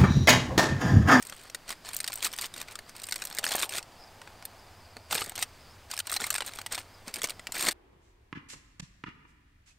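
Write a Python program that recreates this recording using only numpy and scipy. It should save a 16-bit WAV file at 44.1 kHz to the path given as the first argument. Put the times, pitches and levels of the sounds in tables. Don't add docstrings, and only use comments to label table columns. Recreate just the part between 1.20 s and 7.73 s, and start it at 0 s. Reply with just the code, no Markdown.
import sys
import numpy as np
from scipy import signal
from scipy.fft import rfft, irfft
from scipy.io import wavfile

SR = 44100
rng = np.random.default_rng(int(sys.argv[2]) if len(sys.argv) > 2 else 0)


def output_pcm(signal):
    pcm = np.clip(np.atleast_2d(signal).T, -1, 1) * 32767
    wavfile.write(sys.argv[1], SR, np.round(pcm).astype(np.int16))


N = 287973
TIME = np.arange(N) / SR
GRAIN = 1024
SIDE = np.array([[1], [-1]])

# f/Hz, relative level/dB
FOIL_SPECTRUM = [(100, -23.5), (450, -13.5), (650, -5), (900, -4), (1400, 0.5), (2200, 3.5), (3000, 0.5),
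                 (4200, 4.5), (6400, -1.5), (8800, 6), (10500, -9), (12000, -4), (14500, -6), (16000, -15)]
# start t/s, length/s, effort at its middle/dB,
# swell from start to end/dB, relative crackle level/dB
FOIL_PULLS = [(0, 0.28, -55, 3.5, -60), (0.482, 0.038, -38.5, 1.5, -46.5), (0.653, 0.061, -43.5, -5, -47.5),
              (0.724, 0.34, -51, -1, -45), (1.022, 0.043, -33.5, 8, -36), (1.104, 0.17, -52, 0, -49.5),
              (1.209, 0.044, -40, 8, -41), (1.358, 0.059, -43.5, 6.5, -42), (1.484, 0.043, -49, 0, -48),
              (1.685, 0.013, -48.5, 5, -48.5), (1.755, 0.12, -54, -6, -47), (1.869, 0.343, -51, 3, -43),
              (2.234, 0.21, -36.5, 7.5, -35), (2.509, 0.069, -36.5, 9, -40.5),
              (3.916, .11, -33, -3.5, -35.5), (4.027, 0.093, -48, -15, -43.5),
              (4.147, 0.078, -44.5, 21, -41), (4.706, .1, -48, -10, -40), (4.856, 0.099, -44, 18, -39),
              (5.003, 0.084, -39.5, -5, -39), (5.124, 0.062, -42.5, -3, -35.5),
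              (5.252, 0.032, -41, 6.5, -39.5), (5.307, .11, -51.5, -1, -45.5),
              (5.523, 0.027, -33.5, -1.5, -40), (5.579, 0.024, -42, 2, -42.5), (5.876, 0.026, -44, -4, -43),
              (5.945, .05, -45.5, 5, -43.5), (6.02, .1, -50, 6, -40.5), (6.344, 0.14, -32.5, 11, -38),
              (6.495, .03, -40.5, 3, -40)]


def undb(db):
    return 10 ** (np.asarray(db) / 20)


def unit(x):
    return x / np.sqrt(np.mean(x ** 2, axis=-1, keepdims=True))


def log_hz(size):
    return np.log2(np.maximum(np.fft.rfftfreq(size, 1 / SR), 10))


def spectrum_db(points, size):
    hz, db = np.transpose(points)
    return np.interp(log_hz(size), np.log2(hz), db)


def fader(points):
    return undb(np.interp(TIME, *np.transpose(points)))


def colour(x, db):
    size = x.shape[-1]
    cepstrum = irfft(db * np.log(10) / 20, size)
    cepstrum[..., 1:size // 2] *= 2
    cepstrum[..., size // 2 + 1:] = 0
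    return irfft(rfft(x) * np.exp(rfft(cepstrum)), size)


def band_noise(lo_hz, hi_hz, shape=N):
    sos = signal.butter(2, [lo_hz, hi_hz], "band", fs=SR, output="sos")
    return signal.sosfilt(sos, rng.standard_normal(shape))


def walk(rate_hz):
    knots = np.arange(0, TIME[-1] + 1, 1 / rate_hz)
    return np.interp(TIME, knots, rng.standard_normal(len(knots)))


def place(times, sounds):
    out = np.zeros(N + sounds.shape[1])
    for start, sound in zip(np.clip(times * SR, 0, N).astype(int), sounds):
        out[start:start + len(sound)] += sound
    return out[:N]


def air(level_db=-55.5, side_db=-20):
    # f/Hz, relative level/dB
    air_spectrum = [(30, 2), (90, -13), (140, -6.5), (300, -9), (800, -10.5), (1200, -10), (3000, -16.5),
                    (8500, -24.5), (11000, -29.5)]
    white = rng.standard_normal((2, N))
    mid, side = unit(irfft(rfft(white) * undb(spectrum_db(air_spectrum, N)), N))
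    return (mid + undb(side_db) * side * SIDE) * undb(level_db + walk(2.88))


def rumble():
    # t/s, level/dB
    swell = [(1.5, -69), (3.7, -60), (4.8, -61), (6.2, -63.5)]
    return unit(band_noise(68.0, 101.4)) * fader(swell)


def hum(hz=103, level_db=-68.5):
    tone = np.sin(2 * np.pi * np.cumsum(hz + walk(10)) / SR)
    return unit(tone * undb(2 * walk(2.14))) * undb(level_db)


def birds(hz=4810, swing_hz=205.6, level_db=-66.5):
    blur = walk(700) * undb(3 * walk(12))
    twitter = np.sin(2 * np.pi * np.cumsum(hz + swing_hz * walk(35)) / SR)
    return unit(twitter * blur) * undb(level_db)


def handling(grip_s=0.0069, relax_s=0.011, rest_db=-64):
    effort = np.zeros(N)
    for start, length, db, swell_db, _ in FOIL_PULLS:
        progress = np.clip((TIME - start) / length, 0, 1)
        before = np.maximum(start - TIME, 0) / grip_s
        after = np.maximum(TIME - start - length, 0) / relax_s
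        pull = undb(db + swell_db * (progress - .5)) * np.exp(-before - after)
        effort = np.maximum(effort, pull)
    return effort + undb(rest_db)


def buckle(tilt, ring_hz, t60, ring_db, patchy_db, step_db):
    t = np.arange(GRAIN) / SR
    chance = rng.standard_normal((len(tilt), GRAIN + 49))
    noise, lag, patches = chance[:, :GRAIN], chance[:, GRAIN], chance[:, GRAIN + 1:]
    decay = np.exp(-np.log(1000) * t / t60[:, None])
    ring = np.sin(2 * np.pi * ring_hz[:, None] * t) * decay
    crack = 1 + .8 * np.exp(-t / .0005)
    bin_position = np.sqrt(np.linspace(0, 1, GRAIN // 2 + 1))
    ripple = np.array([np.interp(bin_position, np.linspace(0, 1, len(row)), row) for row in patches])
    octaves = np.maximum(log_hz(GRAIN), np.log2(500)) - np.log2(3500)
    db = spectrum_db(FOIL_SPECTRUM, GRAIN) + tilt[:, None] * octaves + patchy_db * ripple
    flip = colour(noise * decay * crack + undb(ring_db) * ring, db)
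    delayed = np.arange(GRAIN) - (SR * .0012 * 2 ** lag[:, None]).astype(int)
    second_step = (delayed >= 0) * np.take_along_axis(flip, np.maximum(delayed, 0), axis=1)
    return unit(flip + undb(step_db) * second_step)


def rustle(effort, count=1500, t60=0.016, brightening=0.21, slide_db=-6, slide_tilt=-3.0, gain_db=-1):
    slot, pitch = rng.random((count, 2)).T
    times = (np.arange(count) + slot) * TIME[-1] / count
    size, shade = np.clip(rng.standard_normal((count, 2)).T, -2, 2)
    effort_db = 20 * np.log10(np.interp(times, TIME, effort))
    tilt = brightening * (effort_db + 32) + 2.5 * shade
    facets = buckle(tilt, 1000 * 2 ** (3 * pitch), np.full(count, t60),
                    ring_db=-13, patchy_db=4.5, step_db=-3.5)
    swarm = unit(place(times, facets * undb(5 * size)[:, None]))
    slide_spectrum = undb(spectrum_db(FOIL_SPECTRUM, N) + slide_tilt * log_hz(N))
    hiss = irfft(rfft(rng.standard_normal(N)) * slide_spectrum, N)
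    slide = unit(hiss * undb(3.5 * walk(250)))
    buckling = effort / (effort + undb(-57))
    return (buckling * swarm + undb(slide_db) * slide) * effort * undb(gain_db)


def crackle(count=32, gap_s=0.016, t60=0.014, gain_db=-3, spread_db=4.0):
    out = np.zeros(N)
    for start, length, _, _, db in FOIL_PULLS:
        slot, pitch = rng.random((count, 2)).T
        size, shade = np.clip(rng.standard_normal((count, 2)).T, -2, 2)
        after = (np.arange(count) + slot) * gap_s
        tilt = 1 + 3.5 * shade
        facets = buckle(tilt, 1800 * 2 ** (2.3 * pitch), np.full(count, t60),
                        ring_db=-14, patchy_db=3.5, step_db=-5.5)
        gain = undb(db + gain_db + spread_db * size) * (after < length)
        out += place(start + after, facets * gain[:, None])
    return out


def drag(effort, judder_db=4):
    # t/s, level relative to the effort/dB
    scrape_levels = [(1.1, -21), (2.4, -17.5), (4, -16), (5.4, -24), (6.05, -5.5), (6.4, -15)]
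    scrape = unit(band_noise(210, 680) * undb(judder_db * walk(60)))
    return scrape * effort * fader(scrape_levels)


def snaps(gain_db=-3.5, base_t60=0.027, doubling_db=26, shortening=0.029):
    # t/s, relative level/dB, tilt/(dB per octave), ring f/Hz
    large_facets = [(0.0251, -38.5, 4.5, 7990), (0.051, -46, 3, 8800), (0.069, -42, 5, 12900),
                    (0.097, -40.5, -0.5, 8000), (0.124, -40.5, -7, 3790), (0.2987, -44.5, -2.5, 3380),
                    (0.3468, -33, 0, 4580), (0.689, -38.5, 0, 2640), (0.733, -38.5, 3, 5070),
                    (0.746, -35.5, 8, 8200), (0.7657, -30, 8, 8000), (0.803, -30.5, 0.5, 8200),
                    (0.8434, -34, -1, 8160), (0.8772, -30, 1, 8400), (0.9301, -36, -2.5, 5440),
                    (0.9565, -34.5, 12, 13300), (1.0484, -27.5, 2, 12500), (1.136, -37.5, 1, 5450),
                    (1.187, -32, -1.5, 4700), (1.2127, -34.5, 7, 3640), (1.3397, -40.5, -1.5, 3705),
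                    (1.555, -38, -1, 4420), (1.5894, -40.5, -3.5, 3480), (1.8395, -38, -1.5, 4580),
                    (1.8873, -39, -2, 9000), (1.9233, -28, -1, 3800), (1.9602, -34.5, 0, 3530),
                    (2.0209, -33, -2.5, 2470), (2.052, -36, 4, 7400), (2.186, -27.5, 0.5, 3604),
                    (2.2514, -32.5, 5, 8640), (2.3195, -29, 0, 3400), (2.3505, -30.5, -8, 725),
                    (2.431, -27, -5, 4000), (2.4928, -36, 3, 8100), (2.5822, -31.5, -1, 3960),
                    (2.6277, -45.5, -1, 4500), (3.0165, -45.5, -5, 2960), (3.0746, -46, -7.5, 1690),
                    (3.225, -48, -4.5, 7000), (3.2528, -36.5, 3, 8830), (3.7677, -43.5, -5, 1210),
                    (3.91, -33.5, -3.5, 7850), (3.9267, -27.5, -3.5, 3070), (3.9516, -28, 1.5, 2440),
                    (4.095, -42, 8, 13870), (4.155, -40, 0, 14000), (4.2261, -25, -1, 3250),
                    (4.7135, -35.5, 0.5, 4700), (4.79, -30.5, 1, 8100), (4.8964, -36.5, -2, 1810),
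                    (4.923, -31.5, -3.5, 8570), (4.964, -26.5, -1.5, 4100), (5.017, -36, -3.5, 1810),
                    (5.0407, -29, -1, 2130), (5.104, -25, 0.5, 8150), (5.1522, -30, -2, 1700),
                    (5.1814, -31.5, -2, 1420), (5.206, -31, -4, 1350), (5.221, -34, -5.5, 2260),
                    (5.3875, -37, -3, 1475), (5.4626, -34, -2, 2220), (5.5783, -34.5, -4.5, 3260),
                    (5.9402, -33, 2.5, 8580), (6.018, -32.5, 0, 6660), (6.0414, -26, -0.5, 8200),
                    (6.096, -36, 1, 1950), (6.195, -42.5, -5, 2620), (6.27, -35, -3, 2310),
                    (6.3213, -34, 0.5, 4500), (6.4853, -25.5, -1, 1950), (6.4865, -24, -1.5, 1830)]
    times, db, tilt, ring_hz = np.transpose(large_facets)
    t60 = base_t60 * 2 ** ((db - db.mean()) / doubling_db - shortening * tilt)
    facets = buckle(tilt, ring_hz, t60, ring_db=-11, patchy_db=3, step_db=-6)
    return place(times, facets * undb(db + gain_db)[:, None])


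def sleeve():
    # t/s, level/dB
    cloth_levels = [(1.9, -68), (2.35, -47), (2.65, -58.5), (3.5, -60), (4.3, -65)]
    return unit(band_noise(560, 950)) * fader(cloth_levels)


def bumps(t60=0.044, rise_s=0.0054, thud_db=2, gain_db=-6):
    # t/s, relative level/dB, note f/Hz
    knocks = [(2.185, -40, 440), (2.348, -40, 350), (2.578, -43, 403), (3.764, -43, 250),
              (3.949, -32.5, 477), (4.067, -41, 175), (5.015, -37, 243), (5.875, -41.5, 245),
              (5.972, -45, 352), (6.036, -35, 456), (6.288, -42.5, 378), (6.477, -25, 340)]
    times, db, hz = np.transpose(knocks)
    t = np.arange(4 * GRAIN) / SR
    thud = unit(band_noise(126, 1000, (len(times), len(t))))
    note = np.sin(2 * np.pi * hz[:, None] * t)
    envelope = (1 - np.exp(-t / rise_s)) * np.exp(-np.log(1000) * t / t60)
    sounds = (note + undb(thud_db) * thud) * envelope / envelope.max()
    return place(times, sounds * undb(db + gain_db)[:, None])


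def surroundings(close, mid_t60=0.042, side_t60=0.03, scatter_db=-22):
    # f/Hz, side minus mid level/dB
    width = [(400, -21), (1800, -24), (6000, -20), (13000, -17)]
    t = np.arange(8 * GRAIN) / SR
    decays = np.exp(-np.log(1000) * t / np.array([[mid_t60], [side_t60]]))
    tails = rng.standard_normal((2, len(t))) * decays
    mid_tail, side_tail = tails / np.linalg.norm(tails, axis=1, keepdims=True)
    mid = signal.fftconvolve(close, mid_tail)[:N]
    side = signal.fftconvolve(close, colour(side_tail, spectrum_db(width, len(t))))[:N]
    return close + undb(scatter_db) * mid + side * SIDE


def scene():
    effort = handling()
    close = snaps() + crackle() + rustle(effort) + drag(effort) + bumps() + sleeve()
    return surroundings(close) + air() + rumble() + hum() + birds()


def record(dry, hiss_db=-69, top_hz=15700):
    hiss = undb(hiss_db) * rng.standard_normal(dry.shape)
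    lowpass = signal.ellip(10, .2, 70, top_hz, fs=SR, output="sos")
    return signal.sosfilt(lowpass, dry + hiss)


dry = scene()
out = record(dry)
output_pcm(out)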